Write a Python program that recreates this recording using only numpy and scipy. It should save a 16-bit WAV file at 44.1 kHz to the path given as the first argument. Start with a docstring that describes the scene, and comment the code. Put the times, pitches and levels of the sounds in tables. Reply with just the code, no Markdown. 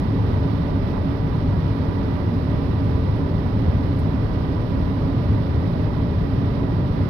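"""Inside a car cruising at a nearly steady speed on a country road, windows shut, one close on the right.
The uneven road shakes the body and makes the cabin air boom. Tyres roar through the doors,
the running gear (the wheels and what drives them) hums, and wind hisses along the glass.
Something light rustles faintly, once near 3 seconds and again near 4."""
import sys
import numpy as np
from scipy import signal
from scipy.fft import rfft, irfft
from scipy.io import wavfile
from scipy.ndimage import uniform_filter1d

SR = 44100
rng = np.random.default_rng(int(sys.argv[2]) if len(sys.argv) > 2 else 0)


def digitize_waveform(pressure):
    """Quantize a signal to 16-bit integers and store it at the path in sys.argv[1].

    Rows of a 2-D input are taken as channels; values are limited to [-1, 1].
    """
    field = np.atleast_2d(pressure).T
    bounded = np.clip(field, -1, 1)
    quanta = np.round(bounded * 32767).astype(np.int16)
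    wavfile.write(sys.argv[1], SR, quanta)


N = 312669
TIME, FREQ = np.arange(N) / SR, np.fft.rfftfreq(N, 1 / SR)


def undb(db):
    """Turn decibels (dB) into a gain, a number to multiply a sound by."""
    return 10 ** (np.asarray(db) / 20)


def unit(x):
    """Scale a signal to an average power of 1."""
    return x / np.sqrt(np.mean(x ** 2))


def swing(db):
    """Shift a changing level in dB so that its average power sits at 0 dB."""
    return db - 10 * np.log10(np.mean(undb(db) ** 2))


def swell(at_s, width_s):
    """A smooth rise to 1 and fall; width_s away from the top it is down to about 0.6."""
    return np.exp(-.5 * ((TIME - at_s) / width_s) ** 2)


def colour(points, rings=()):
    """A gain for each frequency: a line through the points, lifted where something rings."""
    hz, db = np.transpose(points)
    gain = undb(np.interp(np.log(np.maximum(FREQ, 1)), np.log(hz), db))
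    gain = gain / np.maximum(FREQ / hz[-1], 1) ** 6  # steep fall above the last point
    for centre, width, lift in rings:
        peak = 1 / (1 + (2 * (FREQ - centre) / width) ** 2) ** 2
        gain = gain * np.sqrt(1 + (undb(lift) ** 2 - 1) * peak)
    return gain


def noise(gain):
    """Random noise with the given strength at each frequency."""
    return irfft(rfft(rng.standard_normal(N)) * gain, N) * np.sqrt(SR / 2)


def wander(rate_hz):
    """A smooth random wobble of size about 1 that turns roughly rate_hz times a second."""
    return unit(noise(np.exp(-(FREQ / rate_hz) ** 2)))


def pan(db):
    """Left and right gains; a negative db puts the sound to the right."""
    return undb(np.array([[db], [-db]]) / 2)


def all_around(gain):
    """Noise from all round the cabin: unrelated on the two sides, weaker on the shielded left."""
    # The sound shadow on the left. Each row: frequency in Hz, left minus right in dB.
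    shadow = [(100, -5), (200, -12.5), (450, -8), (830, -5), (920, -9), (1200, -13), (1360, -9),
              (1900, -15.5), (2500, -11), (3500, -15.5), (5200, -24), (7600, -11), (9300, -1), (12000, -15)]
    return np.array([noise(gain * colour(shadow)), noise(gain)])


def road_roughness(bump_width_s=.05, ripple_db=1.04):
    """How hard the road shakes the car, in dB: long uneven stretches, single bumps and small ripples."""
    # The unevenness of the road. Each row: time in seconds, relative level in dB.
    stretches = [(0.0, -21.5), (0.35, -17), (1.1, -23), (1.6, -18.7), (2.0, -20.8), (2.7, -19.9),
                 (3.8, -18.5), (4.8, -20.5), (5.45, -19), (6.15, -21), (7.09, -19.5)]
    # Bumps that briefly swell the boom. Each row: time in seconds, added roughness in dB.
    bumps = [(1.52, 3.5), (2.89, 4), (3.09, 3), (3.70, 3.5), (5.33, 5), (5.58, 4), (6.06, 5), (6.36, 3),
             (6.82, 2.7)]
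    uneven = np.interp(TIME, *np.transpose(stretches))
    jolts = sum(db * swell(at_s, bump_width_s) for at_s, db in bumps)
    return swing(uneven + jolts + ripple_db * wander(9))


def body_rumble(follow=0.96, evenness=0.8, lag_radians=0.25, deep_lift_db=2.5, deep_hz=65):
    """The road shakes the body and rings the cabin air; such long waves reach both sides almost alike."""
    # The shaking of the floor and panels. Each row: frequency in Hz, level in dB.
    panels = [(10, -70.5), (20, -56), (32, -51.5), (44, -48), (65, -45), (100, -44), (128, -45), (160, -44),
              (210, -50.5), (255, -50.5), (300, -55), (400, -60.5), (520, -67.5), (750, -96)]
    # The notes at which the cabin air booms. Each row: frequency in Hz, width in Hz, lift in dB.
    cabin_rings = [(81.3, 12.3, 5.5), (103.3, 18, 6.5), (599.6, 69.5, 18)]
    shake = noise(colour(panels, cabin_rings))
    boom_band = 1 / (1 + (FREQ / 135) ** 8) - 1 / (1 + (FREQ / 60) ** 8)  # 60 to 135 Hz
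    boom = irfft(rfft(shake) * boom_band, N)
    # Even out most of the boom's chance swells, so that the road sets its strength.
    strength = np.sqrt(uniform_filter1d(unit(boom) ** 2, size=SR // 7))
    road_boom = boom * undb(follow * road_roughness()) / strength ** evenness
    right = shake - boom + road_boom
    # The left side lags a little and gets more of the deepest shudder.
    left_gain = undb(deep_lift_db / (1 + (FREQ / deep_hz) ** 4)) * np.exp(-1j * lag_radians)
    return np.array([irfft(rfft(right) * left_gain, N), right])


def tyre_roar(patch_db=3, grain_db=0.38, fade_db_per_s=0.1):
    """The tread flutters on grainy asphalt, swells on one coarse patch and eases as the car slows."""
    # Tyre roar coming through the doors. Each row: frequency in Hz, level in dB.
    roar = [(30, -78.5), (110, -53), (200, -53.5), (260, -53.5), (320, -59.5), (420, -55.5), (510, -66),
            (660, -63.5), (900, -63), (1300, -70), (1700, -76), (2400, -82), (4000, -104)]
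    # The ringing of tread and door panels. Each row: frequency in Hz, width in Hz, lift in dB.
    rings = [(639, 54, 4.5), (989, 60, 6), (1184, 62, 5), (1948, 170, 8)]
    coarse_patch = patch_db * swell(at_s=0.97, width_s=0.027)
    level_db = coarse_patch + grain_db * wander(7) - fade_db_per_s * TIME
    return all_around(colour(roar, rings)) * undb(swing(level_db))


def wind_hiss(swirl_db=0.57, fade_db_per_s=0.09):
    """Air hisses over the glass, stirred by small swirls and easing as the car slows."""
    # Wind at the window and its seals. Each row: frequency in Hz, level in dB.
    hiss = [(500, -73.5), (1500, -75), (2600, -80), (3900, -79.5), (4400, -83), (5000, -84), (5600, -89),
            (6300, -102.5), (7800, -113), (9000, -108), (10500, -102), (12200, -99.5), (14000, -108),
            (15700, -121)]
    level_db = swirl_db * wander(20) - fade_db_per_s * TIME
    return all_around(colour(hiss)) * undb(swing(level_db))


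def running_gear_hum(start_hz=276.6, slowing_per_s=.0016, waver_hz=2.18, level_db=-34,
                     throb_hz=3.25, throb_peak_s=0.17, throb_db=2, rough_db=2.5):
    """Turning parts make a rough, throbbing tone that sinks with the speed, and weaker drones above it."""
    # Narrow drones of the wheels and drive.
    # Each row: frequency in Hz, width in Hz, level in dB before panning, left minus right in dB.
    drones = [(392.3, 9.8, -47.5, -4), (446.5, 13, -45, -5)]
    pitch_hz = start_hz * (1 - slowing_per_s * TIME) + waver_hz * wander(10.5)
    tone = np.sin(2 * np.pi * np.cumsum(pitch_hz) / SR)
    throb = throb_db * np.cos(2 * np.pi * throb_hz * (TIME - throb_peak_s))
    rough_tone = unit(tone * undb(throb + rough_db * wander(14)))
    hum = rough_tone * undb(level_db) * pan(-5.5)
    for centre, width, db, side_db in drones:
        band = 1 / (1 + (2 * (FREQ - centre) / width) ** 2)
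        hum = hum + unit(noise(band)) * undb(db) * pan(side_db)
    return hum


def rustles(grain_db=2):
    """Something light brushes nearby on the right, in brief, grainy touches."""
    # The touches. Each row: time in seconds, peak level in dB before panning, width in seconds.
    touches = [(2.848, -64, .004), (3.972, -63, .003), (3.993, -58.5, .003), (4.003, -62.5, .009)]
    # Their thin, high sound. Each row: frequency in Hz, relative level in dB.
    brush = [(4000, -16), (7200, -11), (9000, 0), (12000, -4), (15500, -14)]
    loudness = sum(undb(db) * swell(at_s, width_s) for at_s, db, width_s in touches)
    grit = np.array([unit(noise(colour(brush)) * undb(grain_db * wander(150))) for _ in range(2)])
    return grit * loudness * pan(-6)


def scene():
    """Everything heard from the passenger seat, left and right."""
    return body_rumble() + tyre_roar() + wind_hiss() + running_gear_hum() + rustles()


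def record(dry, hiss_db=-117, top_hz=15700):
    """The microphones add their own faint hiss, and the highest treble is cut away."""
    hiss = np.array([noise(undb(hiss_db)) for _ in range(2)])
    treble_cut = signal.ellip(10, .1, 80, top_hz, fs=SR, output="sos")
    return signal.sosfilt(treble_cut, dry + hiss)


dry = scene()
out = record(dry)
digitize_waveform(out)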